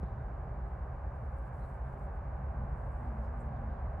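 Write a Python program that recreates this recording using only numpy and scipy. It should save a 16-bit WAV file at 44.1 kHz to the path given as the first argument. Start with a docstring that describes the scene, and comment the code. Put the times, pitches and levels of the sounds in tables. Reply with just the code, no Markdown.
"""Hawk-moth in a quiet garden

Beside a brick wall lies a bed of distant traffic: deep engine rumble, a slowly swelling tyre wash and
one engine idling. A far machine hums and birds chirp very faintly. A finger bumps the microphone once.
Up close, leaves rustle and a hawk-moth hovers at a flower: its beating wings hum softly and now and
then brush the petals."""
import sys
import numpy as np
from scipy import signal
from scipy.fft import rfft, irfft
from scipy.io import wavfile
from scipy.ndimage import uniform_filter1d

SR = 44100
rng = np.random.default_rng(int(sys.argv[2]) if len(sys.argv) > 2 else 0)


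def persist_wave(psi):
    """Save psi, clipped to +-1, as 16-bit WAV."""
    counts = np.round(np.clip(psi, -1, 1) * 32767).astype(np.int16)
    wavfile.write(sys.argv[1], SR, np.atleast_2d(counts).T)


N = 176400
TIME = np.arange(N) / SR
BINS_HZ = np.maximum(np.arange(N // 2 + 1) * SR / N, 1)

# stereo image beside the wall: f/Hz, left-right correlation, left minus right/dB, left lead/rad
WALL_IMAGE = [(30, .9993, -.15, 0), (65, .9988, -.3, 0), (120, .994, -1, 0), (170, .98, -1.8, 0),
              (240, .94, -2.7, -.05), (340, .72, .2, -.1), (450, .73, -.8, 0), (560, .87, -1.7, .25),
              (780, .69, -2.5, .85), (980, .43, 0, -.1), (1200, .63, -.2, .65), (1380, .05, -.6, -.3),
              (1550, .68, -4, .3), (1900, .98, -.2, 0), (2500, .997, 0, 0), (4800, .95, 0, 0),
              (5500, .72, -.2, -.9), (8000, .78, -.4, -1.2), (14000, .62, -.6, -1.2)]
# colour of the hiss: f/Hz, relative level/dB
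HISS_SPECTRUM = [(1000, 3), (3500, 5), (5500, 0.5), (7000, 1), (8500, -0.5), (10500, -5.5), (13000, -5.5),
                 (15000, -15.5)]
# colour of the engine rumble: f/Hz, relative level/dB
RUMBLE_SPECTRUM = [(15, -51), (24, -27), (32, -12), (41, -8.5), (54, 2.5), (65, -9.5), (74, -3.5),
                   (98, -12.5), (128, -9), (165, -19.5), (205, -23.5), (320, -37), (600, -78), (900, -120)]
# fader ride of the rumble: t/s, level/dB
RUMBLE_LEVEL = [(0, -40), (1, -41), (2.2, -41), (2.75, -39), (3.2, -40), (4, -39.5)]
# colour of the tyre wash: f/Hz, relative level/dB
TYRE_SPECTRUM = [(120, -7), (300, -9.5), (430, -6), (510, -4), (555, -0.5), (700, -1.5), (800, 1),
                 (850, -3), (1150, -6), (1340, -11), (1580, -11), (1850, -20), (2300, -26.5), (3100, -41.5),
                 (4500, -91.5), (8000, -80.5)]
# fader ride of the tyre wash: t/s, level/dB
TYRE_LEVEL = [(0, -50.5), (.8, -50), (1.3, -50), (2.2, -49.5), (2.7, -48.5), (3.3, -48.5), (4, -48.5)]
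# single far engines swelling: peak t/s, half length/s, level/dB, centre f/Hz, width/octaves
ENGINE_SWELLS = [(1.906, .22, -51, 132, 0.14), (2.72, 0.33, -44, 61, 0.11)]
# tones of the far machine: f/Hz, relative level/dB
MACHINE_TONES = [(183, -1), (350, -8), (398, -3.5)]
# fader ride of the machine: t/s, level/dB
MACHINE_LEVEL = [(0, -63), (.6, -58), (1, -69.5), (1.6, -66), (2, -59), (2.5, -73.5), (4, -66.5)]
# far bird chirps: peak t/s, half length/s, start f/Hz, end f/Hz, level/dB
CHIRPS = [(.19, .025, 3260, 3960, -92), (1.635, .035, 3940, 4160, -86), (1.87, .018, 3520, 3450, -89),
          (3.79, .04, 3400, 3200, -89)]
# modes of the microphone's case: f/Hz, relative level/dB
CASE_MODES = [(170, 4), (390, -5.5)]
# leaf rustles: peak t/s, attack/s, decay/s, level/dB, centre f/Hz, width/octaves
RUSTLES = [(.032, .001, .004, -76, 5000, 0.48), (.075, 0.049, 0.065, -85.5, 3670, 0.23),
           (.205, .015, .04, -94, 4020, 0.33), (.68, .04, .08, -93, 8200, 0.12),
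           (1.635, 0.025, .03, -94, 4000, 0.26), (2.95, 0.15, 0.16, -89, 8330, 0.13),
           (3.07, 0.028, .03, -86.5, 4300, 0.67), (3.25, 0.056, 0.044, -84, 5440, 0.89),
           (3.412, 0.02, 0.017, -78.5, 8040, 0.23), (3.555, 0.05, .05, -86, 3500, .4),
           (3.751, 0.16, .15, -90, 3600, 0.54)]
# wings touching the petals: start t/s, length/s, level/dB
BRUSHES = [(1.14, .17, -89.8), (1.31, .13, -88.5), (1.37, .026, -83.5), (1.445, .05, -82),
           (1.53, .235, -82.3), (1.765, .085, -92), (1.85, .06, -87), (1.915, .04, -83.5),
           (1.975, .095, -83.8), (2.14, .035, -90.5), (2.64, .11, -95), (2.75, .05, -87.5), (2.8, .3, -88),
           (3.12, .16, -90.5), (3.37, .1, -86.5)]
# colour of wing on petal: f/Hz, relative level/dB
BRUSH_SPECTRUM = [(1500, -26), (3500, -5.5), (6700, -6.5), (7900, 4.5), (9400, -0.5), (10300, 2),
                  (11200, -2), (13000, -2.5), (15000, -7)]
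# the moth's wingbeat rate: t/s, f/Hz
WINGBEAT = [(0, 74), (1.7, 75), (2.6, 72), (2.97, 74), (3.03, 81), (3.08, 81), (3.11, 73), (3.25, 74),
            (3.33, 78), (3.58, 78), (3.62, 72), (4, 72)]
# fader ride of the wing hum as the moth turns and nears: t/s, level/dB
WING_LEVEL = [(0, -75.5), (2.2, -70), (2.5, -64), (2.63, -53.5), (2.8, -71.5), (2.93, -67), (3.03, -51),
              (3.18, -47), (3.29, -60), (3.43, -55), (3.58, -53), (3.69, -47.5), (3.8, -65), (4, -60)]
# partials of the wing hum: harmonic number, relative level/dB
WING_PARTIALS = [(1, -4), (2, -11), (3, 1.5), (4, -21)]


def from_db(db):
    """Decibels to gain."""
    return 10 ** (np.asarray(db) / 20)


def unit_rms(x):
    """Scale to an rms of 1."""
    return x / np.sqrt(np.mean(x ** 2) + 1e-20)


def in_time(rows):
    """A (t/s, value) curve at every sample."""
    return np.interp(TIME, *np.transpose(rows))


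def over_hz(rows):
    """Each value column of an (f/Hz, ...) table at every frequency bin."""
    hz, *columns = np.transpose(rows)
    return [np.interp(np.log(BINS_HZ), np.log(hz), c) for c in columns]


def phase_of(hz):
    """Running phase of a moving pitch."""
    return 2 * np.pi * np.cumsum(hz) / SR


def drift(rate_hz):
    """Smooth random modulation of rms 1, rolling off above rate_hz."""
    slow = irfft(rfft(rng.standard_normal(N)) / (1 + (BINS_HZ / rate_hz) ** 2), N)
    return unit_rms(slow - slow.mean())


def hump_db(hz, octaves):
    """A smooth band-pass curve around hz."""
    return -40 * np.log10(1 + (np.log2(BINS_HZ / hz) / octaves) ** 2 / 2)


def steadied(x, span_s):
    """Level out the swells of a stereo noise that are slower than span_s."""
    return x / np.sqrt(uniform_filter1d(np.mean(x ** 2, axis=0), int(span_s * SR)))


def garden_noise(colour_db):
    """Stereo noise of rms 1 in the given colour; the wall tints the two sides differently."""
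    alike, balance_db, lead = over_hz(WALL_IMAGE)
    mid, side = rfft(rng.standard_normal((2, N)))
    sides = np.array([[1], [-1]])
    pair = np.sqrt(1 + alike) * mid + sides * np.sqrt(1 - alike) * side
    gain = from_db(colour_db + sides * balance_db / 2)
    return unit_rms(irfft(pair * gain * np.exp(.5j * sides * lead), N))


def hiss(level_db=-85.5):
    """A faint, even hiss under everything."""
    return from_db(level_db) * garden_noise(*over_hz(HISS_SPECTRUM))


def traffic():
    """Many far engines merge into a steady rumble under the wash of their tyres."""
    engines = steadied(garden_noise(*over_hz(RUMBLE_SPECTRUM)), span_s=.17)
    tyres = garden_noise(*over_hz(TYRE_SPECTRUM))
    return from_db(in_time(RUMBLE_LEVEL)) * engines + from_db(in_time(TYRE_LEVEL)) * tyres


def idling_engine(firing_hz=64.5, level_db=-44.5, wander_hz=1.7, waver_db=2.3):
    """The firing note of a far engine drones, unsteady on the air."""
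    tone = np.sin(phase_of(firing_hz + wander_hz * drift(9.8)))
    return from_db(level_db) * unit_rms(tone * from_db(waver_db * drift(3.1)))


def engine_swells():
    """Now and then one engine booms up out of the rumble."""
    out = 0
    for peak, half, db, hz, octaves in ENGINE_SWELLS:
        swell = np.exp(-((TIME - peak) / half) ** 2)
        boom = steadied(garden_noise(hump_db(hz, octaves)), span_s=.12)
        out = out + from_db(db) * swell * boom
    return out


def machine(wander_hz=.88):
    """A far machine hums in a few thin tones that fade in and out on the air."""
    hum = 0
    for hz, db in MACHINE_TONES:
        tone = np.sin(phase_of(hz + wander_hz * drift(3.7)))
        hum = hum + from_db(db) * unit_rms(tone)
    return from_db(in_time(MACHINE_LEVEL)) * hum


def birds(waver_hz=170):
    """Very faint gliding chirps, blurred by distance."""
    out = 0
    for peak, half, start_hz, end_hz, db in CHIRPS:
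        glide = np.interp(TIME, [peak - half, peak + half], [start_hz, end_hz])
        tone = np.sqrt(2) * np.sin(phase_of(glide + waver_hz * drift(150)))
        swell = np.exp(-((TIME - peak) / half) ** 2)
        out = out + from_db(db) * swell * tone
    return out


def finger_bump(start_s=.031, gain_db=-34, t60_s=.045):
    """A finger knocks the microphone's case, whose modes die away quickly."""
    age = np.maximum(TIME - start_s, 0)
    ring = sum(from_db(db) * np.sin(2 * np.pi * hz * age) for hz, db in CASE_MODES)
    return from_db(gain_db - 60 * age / t60_s) * ring


def leaves(grain_db=2):
    """Leaves slide over each other in short, grainy swishes."""
    out = 0
    for peak, attack, decay, db, hz, octaves in RUSTLES:
        swell = np.exp(-np.maximum((peak - TIME) / attack, (TIME - peak) / decay))
        grainy_gain = from_db(db + grain_db * drift(200))
        out = out + swell * grainy_gain * garden_noise(hump_db(hz, octaves))
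    return out


def wing_brushes(phase, fade_s=.016, sharpness=.42, rough_db=1.3):
    """While a wing tip reaches the petals, each beat gives one tiny scuff."""
    contact = 0
    for start, length, db in BRUSHES:
        inside_s = np.minimum(TIME - start, start + length - TIME)
        contact = contact + from_db(db) * np.clip(inside_s / fade_s + .5, 0, 1)
    pulses = np.exp(sharpness * np.cos(phase))
    scuffs = unit_rms(pulses * from_db(rough_db * drift(60)))
    return contact * scuffs * garden_noise(*over_hz(BRUSH_SPECTRUM))


def wing_hum(phase, waver_db=2.6, flutter_depth=.42, flutter_hz=42):
    """The beating wings push out a few soft harmonics, each smeared by uneven strokes."""
    hum = 0
    for harmonic, db in WING_PARTIALS:
        flutter = flutter_depth * drift(flutter_hz) * np.cos(harmonic * phase)
        partial = from_db(waver_db * drift(flutter_hz)) * np.sin(harmonic * phase)
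        hum = hum + from_db(db) * (partial + flutter)
    return from_db(in_time(WING_LEVEL)) * hum


def moth(jitter_hz=1.3):
    """One slightly unsteady wingbeat drives both the hum and the scuffs."""
    phase = phase_of(in_time(WINGBEAT) + jitter_hz * drift(30))
    return wing_hum(phase) + wing_brushes(phase)


def scene():
    """Lay down the hiss and the distant bed, then the close sounds on top."""
    bed = hiss() + traffic() + idling_engine() + engine_swells() + machine() + birds()
    return bed + finger_bump() + leaves() + moth()


def record(dry, low_cut_hz=27, high_cut_hz=14700):
    """The microphone loses the deepest bass; the top is cut steeply."""
    heard = irfft(rfft(dry) / np.sqrt(1 + (low_cut_hz / BINS_HZ) ** 8), N)
    high_cut = signal.ellip(10, .1, 80, high_cut_hz, fs=SR, output="sos")
    return signal.sosfilt(high_cut, heard)


dry = scene()
out = record(dry)
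persist_wave(out)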